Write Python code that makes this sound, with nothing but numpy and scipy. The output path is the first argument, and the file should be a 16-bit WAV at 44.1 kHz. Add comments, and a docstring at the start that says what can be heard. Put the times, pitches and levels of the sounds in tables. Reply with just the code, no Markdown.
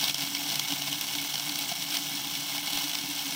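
"""Food processor grinding nuts

A small electric food processor stands on a kitchen counter: two sine hum lines waver over low-passed noise.
Coloured random impacts are powder, crumbs and clumps whirled round a plastic bowl; ringing ticks are grit.
Hard pieces crack in noise bursts led by a click, clumps knock, and the lid rings in short sines.
Bowl resonances shape every contact, decaying sines thump the base, and a noise tail adds the room."""
import sys
import numpy as np
from scipy import signal
from scipy.fft import rfft, irfft
from scipy.io import wavfile

SR = 44100
rng = np.random.default_rng(int(sys.argv[2]) if len(sys.argv) > 2 else 0)


def to_wav(sig):
    """Store sig (one row per channel, or 1-D mono) as 16-bit WAV at the path in sys.argv[1].

    Samples outside -1..1 are clipped; the rate is SR.
    """
    pcm = np.clip(np.atleast_2d(sig), -1, 1) * 32767
    pcm = np.round(pcm).astype(np.int16)
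    wavfile.write(sys.argv[1], SR, pcm.T)  # frames by channels


N = 147735  # samples, 3.35 s

# How hard the meal is thrown against the wall; only departures from the mean are used.
# Each row: time in seconds, level in dB.
LOAD = [(0.0, -30), (0.1, -29.5), (0.125, -36.5), (0.22, -31.5), (0.31, -34), (0.39, -33), (0.49, -31.5),
        (0.62, -33), (0.71, -32.5), (0.99, -33.5), (1.2, -33), (1.41, -33.5), (1.5, -32.5), (1.74, -34),
        (1.92, -32.5), (1.95, -30), (2.0, -33.5), (2.4, -33.5), (2.7, -32.5), (2.76, -31), (3.03, -33.5),
        (3.35, -33)]


def from_db(db):
    """Amplitude ratio: 20 dB is a factor of ten."""
    return 10 ** (np.asarray(db) / 20)


def rms_one(x):
    """Normalization: divide by the root mean square, giving unit power."""
    return x / np.sqrt(np.mean(x ** 2) + 1e-20)


def in_time(rows):
    """Linear interpolation: a control curve at every sample from rows of (seconds, value)."""
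    return np.interp(np.arange(N) / SR, *np.transpose(rows))


def drift(rate_hz):
    """Low-pass noise: two equal poles leave slow random fluctuation of about unit spread."""
    step = 40  # samples between drawn values
    pole = np.exp(-2 * np.pi * step * rate_hz / SR)
    settling = 2000
    noise = rng.standard_normal(N // step + 2 + settling)
    slow = signal.lfilter([1], [1, -2 * pole, pole * pole], noise)[settling:]
    return np.interp(np.arange(N) / step, np.arange(len(slow)), rms_one(slow))


def load_swing():
    """Modulation depth: departure of the load from its mean, in dB."""
    load_db = in_time(LOAD)
    return load_db - load_db.mean()


def colour(x, spectrum):
    """Minimum-phase filtering: a folded cepstrum gives a causal response; white noise keeps its power."""
    size = 4096
    hz, db = np.transpose(spectrum)
    bin_hz = np.arange(size // 2 + 1) * SR / size
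    gain = rms_one(from_db(np.interp(np.log(bin_hz + 1), np.log(hz), db)))
    cepstrum = irfft(np.log(gain))[:size // 2]
    cepstrum[1:] *= 2
    response = irfft(np.exp(rfft(cepstrum, size)))
    return signal.fftconvolve(x, response)[:N]


def grains(per_s, spread_db, largest):
    """Poisson-like impacts: random times, signs and exponentially spread dB sizes; unit power."""
    size_db = spread_db * np.minimum(rng.exponential(1, N), largest)
    impacts = from_db(size_db) * rng.choice([-1, 1], N)
    return rms_one(impacts * (rng.random(N) < per_s / SR))


def bursts(rows, length_s, edge_s):
    """Dense fracture: random-sign noise builds, holds and decays; the rise is twice as fast as the decay."""
    t, envelope = np.arange(N) / SR, np.zeros(N)
    for s, db in rows:
        near = slice(max(int((s - .04) * SR), 0), int((s + .08) * SR))
        outside = np.maximum(2 * (s - t[near]), t[near] - s - length_s)
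        envelope[near] += from_db(db) * np.exp(-np.maximum(outside, 0) / edge_s)
    return envelope * rng.choice([-1, 1], N)


def kitchen(x):
    """Diffuse reverberation: convolution with decaying noise from counter and walls."""
    room_db, t60_s = -15.5, 0.23  # energy of the tail's response, time to fall by 60 dB
    t = np.arange(SR // 2) / SR
    tail = rng.standard_normal(len(t)) * from_db(-60 * t / t60_s)
    tail *= t > .003  # the first 3 ms are silent
    tail /= np.sqrt(np.sum(tail ** 2))
    return from_db(room_db) * signal.fftconvolve(x, tail)[:N]


def base():
    """Damped oscillation: a jolt sets the machine bouncing briefly on its feet."""
    # Thumps on the counter. Each row: start in seconds, level in dB before decay.
    thumps = [(.145, -48), (.596, -52), (1.011, -51), (2.755, -39)]
    thump_hz, decay_s = 62.3, 0.0052
    out = np.zeros(N)
    for s, db in thumps:
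        age = np.maximum(np.arange(N) / SR - s, 0)
        out += from_db(db) * np.exp(-age / decay_s) * np.sin(2 * np.pi * thump_hz * age)
    return out


def motor():
    """Harmonic radiation: two wavering lines an octave apart swell over the rumble of the shaking housing."""
    # Motor speed before the wobble. Each row: time in seconds, pitch of the second harmonic in Hz.
    speed = [(0, 286.8), (.15, 283), (.35, 284), (.55, 291.2), (.8, 282), (1.05, 294), (1.2, 285.8),
             (1.6, 289.2), (1.9, 285.8), (2.15, 284.7), (2.55, 286.7), (3.05, 289.9), (3.35, 282.2)]
    # Second harmonic of the hum. Each row: time in seconds, level in dB before its trim.
    hum_upper = [(0.0, -67), (0.02, -39), (0.05, -54), (0.09, -44), (0.12, -65), (0.14, -51.5), (0.17, -59),
                 (0.19, -40), (0.3, -51.0), (0.38, -41.5), (0.69, -57), (0.73, -31), (0.75, -70),
                 (0.78, -41.5), (0.88, -50), (0.92, -37), (0.95, -48), (0.97, -39.5), (1.0, -50),
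                 (1.14, -50), (1.17, -37), (1.18, -40.5), (1.35, -60), (1.65, -40.5), (1.67, -58),
                 (2.03, -40.5), (2.11, -51), (2.15, -38), (2.19, -47), (2.32, -66), (2.38, -43),
                 (2.52, -63.0), (2.54, -38.5), (2.721, -56), (2.731, -40), (2.83, -53), (2.85, -33.5),
                 (2.88, -52), (2.95, -44), (2.97, -44), (3.06, -43), (3.07, -48), (3.11, -34.5),
                 (3.13, -48), (3.239, -50), (3.28, -35.5), (3.31, -58), (3.34, -38.5)]
    # Fundamental of the hum. Each row: time in seconds, level in dB before its trim.
    hum_lower = [(0.0, -47), (0.03, -44.5), (0.33, -77), (0.63, -45), (0.67, -55), (0.86, -44), (1.1, -56),
                 (1.47, -51.0), (1.49, -58.5), (2.11, -56.5), (2.18, -52), (2.24, -57.5), (2.95, -53.5),
                 (2.99, -63), (3.34, -57)]
    # Rumble colour before the low-pass. Each row: frequency in Hz, relative density in dB per Hz.
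    rumble_colour = [(25, -38), (65, -14), (100, -12.5), (150, 2), (205, -2), (245, -5), (295, 5),
                     (350, -10.5), (480, -22), (1000, -33)]
    upper_trim_db, lower_trim_db = -4.5, -4
    wobble = .016  # spread of the pitch as a share
    rumble_db = -51
    housing_hz = 615  # the housing radiates little above this

    upper_hz = in_time(speed) * (1 + wobble * drift(25.0))
    phase = np.pi * np.cumsum(upper_hz) / SR  # of the fundamental, half the tabulated pitch
    upper = in_time([(s, from_db(db + upper_trim_db)) for s, db in hum_upper]) * np.sin(2 * phase)
    lower = in_time([(s, from_db(db + lower_trim_db)) for s, db in hum_lower]) * np.sin(phase)
    hum = np.sqrt(2) * (upper + lower)  # the levels are RMS
    rumble = from_db(rumble_db + 2.5 * drift(7.8)) * colour(rng.standard_normal(N), rumble_colour)
    low_pass = signal.butter(4, housing_hz, fs=SR, output="sos")
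    return hum + signal.sosfilt(low_pass, rumble)


def bowl(x):
    """Modal resonance: second-order peaks are the plastic bowl and lid, two deep dips what the bowl swallows."""
    # Resonances of bowl and lid. Each row: frequency in Hz, width in Hz, gain in dB before the overall trim.
    resonances = [(678, 47, 7.5), (820, 102, 7.5), (1017, 100, 6), (1500, 150, 3), (2215, 110, 6.5),
                  (2924, 177, 4), (3300, 270, 5.5), (4085, 550, 3.5), (5470, 293, 8.5), (5980, 167, 7),
                  (8020, 530, 3.5), (10570, 170, 3.5)]
    # Absorbed bands. Each row: frequency in Hz, width in Hz, gain in dB before the overall trim.
    notches = [(1912, 190, -32), (2400, 115, -27)]
    for hz, width_hz, db in list(resonances) + list(notches):
        damping, cosine, gain = np.pi * width_hz / SR, np.cos(2 * np.pi * hz / SR), from_db(db)
        zeros = [1 + damping * gain, -2 * cosine, 1 - damping * gain]
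        poles = [1 + damping, -2 * cosine, 1 - damping]
        x = signal.lfilter(zeros, poles, x)
    return x * from_db(-4)


def lid():
    """Impulse response: each piece flung upward makes the lid's ring swell and die at a random pitch."""
    # Hits on the lid. Each row: start in seconds, peak level in dB before trim and bowl.
    lid_hits = [(0.368, -23), (0.617, -26.5), (.657, -27.5), (1.184, -24.5), (1.472, -27), (1.949, -33),
                (2.36, -27), (2.524, -26.5), (2.581, -29), (2.672, -26), (2.953, -33)]
    ring_hz, trim_db, rise_s = 2225, -3, .0015
    pitch_spread = 0.024  # a share, scaled by the draw below
    out = np.zeros(N)
    for s, db in lid_hits:
        age = np.maximum(np.arange(N) / SR - s, 0)
        hz = ring_hz * (1 + pitch_spread * rng.uniform(-1.3, 1))
        swell = age / rise_s * np.exp(1 - age / rise_s)  # peaks at 1 after the rise
        out += from_db(db + trim_db) * swell * np.sin(2 * np.pi * hz * age)
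    return out


def knocks():
    """Soft impact: a longer, rounded contact makes larger clumps land dully on the wall."""
    # Knocks of clumps. Each row: start in seconds, level in dB before trim, colour and bowl.
    knock_rows = [(0.029, -29), (0.49, -37), (0.529, -30), (0.723, -32), (0.876, -30.5), (1.155, -32),
                  (1.341, -31), (1.472, -36), (1.493, -33), (1.716, -30.5), (1.777, -36), (2.581, -35),
                  (2.674, -31), (3.291, -34)]
    # Knock colour. Each row: frequency in Hz, relative density in dB per Hz.
    knock_colour = [(60, -29), (200, 17.5), (450, -9), (780, 12.5), (1300, -10.5), (1800, -9), (3200, -0.5),
                    (8000, -7)]
    trim_db, length_s, edge_s = -5, 0.006, 0.0018
    levels = [(s, db + trim_db) for s, db in knock_rows]
    return colour(bursts(levels, length_s, edge_s), knock_colour)


def grit(count=9):
    """Struck resonators: hard grains excite one of several pitches for a few cycles, more often under load."""
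    grit_db, per_s = -42.5, 240  # level before the bowl, rate at mean load in dB
    low_hz, high_hz = 2980, 13700
    cycles = 24  # cycles in which a ring falls by 60 dB
    tilt_db = 1  # rise towards the high pitches

    born = rng.random(N) < per_s * from_db(load_swing()) / SR
    size_db = 3.8 * np.minimum(rng.exponential(1, N), 2.5)
    clicks = born * from_db(size_db) * rng.choice([-1, 1], N)
    dealt, out = rng.integers(0, count, N), np.zeros(N)
    for k, hz in enumerate(np.geomspace(low_hz, high_hz, count)):
        radius, angle = from_db(-60 * hz / (cycles * SR)), 2 * np.pi * hz / SR
        struck = clicks * (dealt == k) + 1e-18 * rng.random(N)  # inaudible floor keeps the power above zero
        ring = signal.lfilter([1, 0, -1], [1, -2 * radius * np.cos(angle), radius * radius], struck)
        out += from_db(tilt_db * k / count) * rms_one(ring)
    return from_db(grit_db) * rms_one(out)


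def cracks():
    """Brittle fracture: hard pieces break on the blade in one sharp impulse, a bright snap and a crush."""
    # Cracks. Each row: start in seconds before a common delay, level in dB before trim, colour and bowl,
    # level of the bright snap in dB relative to the crack before its own trim.
    crack_rows = [(0.0017, -20.5, -10), (0.01, -21, -4), (0.0397, -12.5, -10), (0.06, -23, -11),
                  (0.0813, -17, -5), (0.095, -15.5, -11), (0.1068, -22, -7), (0.1429, -15, 2),
                  (0.1803, -19.5, 2), (0.2057, -20, 2), (0.348, -14.5, -6), (0.367, -21.5, -12),
                  (0.486, -21, -8), (0.5003, -20, -6), (0.5408, -20, 1), (0.5551, -16.5, 3),
                  (0.5938, -10.5, 0), (0.682, -18.5, -14), (0.7028, -19, -5), (0.7208, -17, -12),
                  (0.734, -23, 2), (0.8186, -17.0, -12), (0.8737, -22, -8), (0.9266, -16.5, 2),
                  (1.01, -17.5, 9), (1.15, -17.5, -12), (1.1827, -20, -10), (1.3398, -19.5, -1),
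                  (1.3544, -17.5, -12), (1.3773, -19, -10), (1.3954, -17, -4), (1.4923, -17.5, -12),
                  (1.5556, -17.5, 2.5), (1.5878, -20.5, 9.5), (1.6198, -19, -12), (1.6905, -19.5, -10),
                  (1.759, -23.5, 3), (1.8222, -18.5, -9), (1.9403, -29, -6), (1.9673, -13.5, -18),
                  (2.065, -37, -13), (2.3504, -21, -3), (2.579, -20.5, -12), (2.67, -20.5, -13),
                  (2.7307, -16.5, -2), (2.7722, -13.5, -15.5), (2.8387, -23, -11), (2.9124, -20.5, -45),
                  (2.9506, -14, -24), (2.9853, -18, 0.5), (3.3063, -22.0, 2), (3.3214, -21, -13)]
    # Crack colour. Each row: frequency in Hz, relative density in dB per Hz.
    crack_colour = [(60, -66), (480, -9.5), (1500, -6.5), (3000, 5.5), (4800, 3.5), (7000, -4),
                    (11500, -18), (15000, -8)]
    trim_db, delay_s, length_s, edge_s = -8.5, 0.001414, .0025, 0.00073
    fracture_db, snap_trim_db, snap_hz = 10.5, 0.5, 8300

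    s, db, snap_db = np.transpose(crack_rows)
    s, db = s + delay_s, db + trim_db
    fracture = np.zeros(N)
    fracture[np.clip(s * SR, 0, N - 1).astype(int)] = from_db(db + fracture_db)
    crush = colour(fracture + bursts(zip(s, db), length_s, edge_s), crack_colour)
    snap = bursts(zip(s, db + snap_db + snap_trim_db), length_s / 3, edge_s=0.0006)
    high_pass = signal.butter(2, snap_hz, "high", fs=SR, output="sos")
    return crush + signal.sosfilt(high_pass, snap)


def meal():
    """Granular flow: powder, crumbs and soft clumps hit the wall in flurries that follow the load."""
    # Colours of powder, crumbs and clumps. Each row: frequency in Hz, relative density in dB per Hz.
    powder_colour = [(60, -30), (200, 2), (480, -8.5), (1200, -5.5), (2800, 4), (4800, 4), (6800, 3.5),
                     (9000, -2), (11300, -3), (13200, 2), (15000, 7.5), (16000, -3.5)]
    crumb_colour = [(60, -32), (200, -13), (480, -9.5), (1200, -5), (2800, 5.5), (4800, 1.5), (6800, -17),
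                    (9000, -1.5), (11500, -15), (15000, -3)]
    clump_colour = [(60, -42), (200, -16), (450, -18.5), (800, 2), (1300, -8.5), (2200, 1.5), (3200, -20),
                    (8000, -43)]
    powder_db, crumb_db, clump_db = -35, -35, -50  # before load, flurry and bowl
    powder_follows, crumb_follows, clump_follows = 0.85, 1.6, 0.81  # dB per dB of load

    load_db = load_swing()
    flurry = drift(79)
    powder_level = from_db(powder_db + powder_follows * load_db + 1.3 * flurry)
    crumb_level = from_db(crumb_db + crumb_follows * load_db + 1.82 * flurry)
    clump_level = from_db(clump_db + clump_follows * load_db + 2.13 * drift(40.0))
    powder = powder_level * grains(14000, spread_db=3.0, largest=5.1)
    crumbs = crumb_level * grains(2200, spread_db=1.5, largest=4.0)
    clumps = clump_level * grains(500, spread_db=0.5, largest=2.6)
    return colour(powder, powder_colour) + colour(crumbs, crumb_colour) + colour(clumps, clump_colour)


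def scene():
    """Superposition: all sources add straight ahead, alike in both ears."""
    grinding = bowl(meal() + grit() + cracks() + knocks() + lid())
    mid = grinding + kitchen(grinding) + motor() + base()
    return np.array([mid, mid])


def record(dry):
    """Band limitation: a linear-phase low-pass cuts the top steeply."""
    cutoff_hz = 15800
    taps = signal.firwin(601, cutoff_hz, fs=SR, window="blackman")
    return signal.fftconvolve(dry, taps[None], mode="same", axes=1)


dry = scene()
out = record(dry)
to_wav(out)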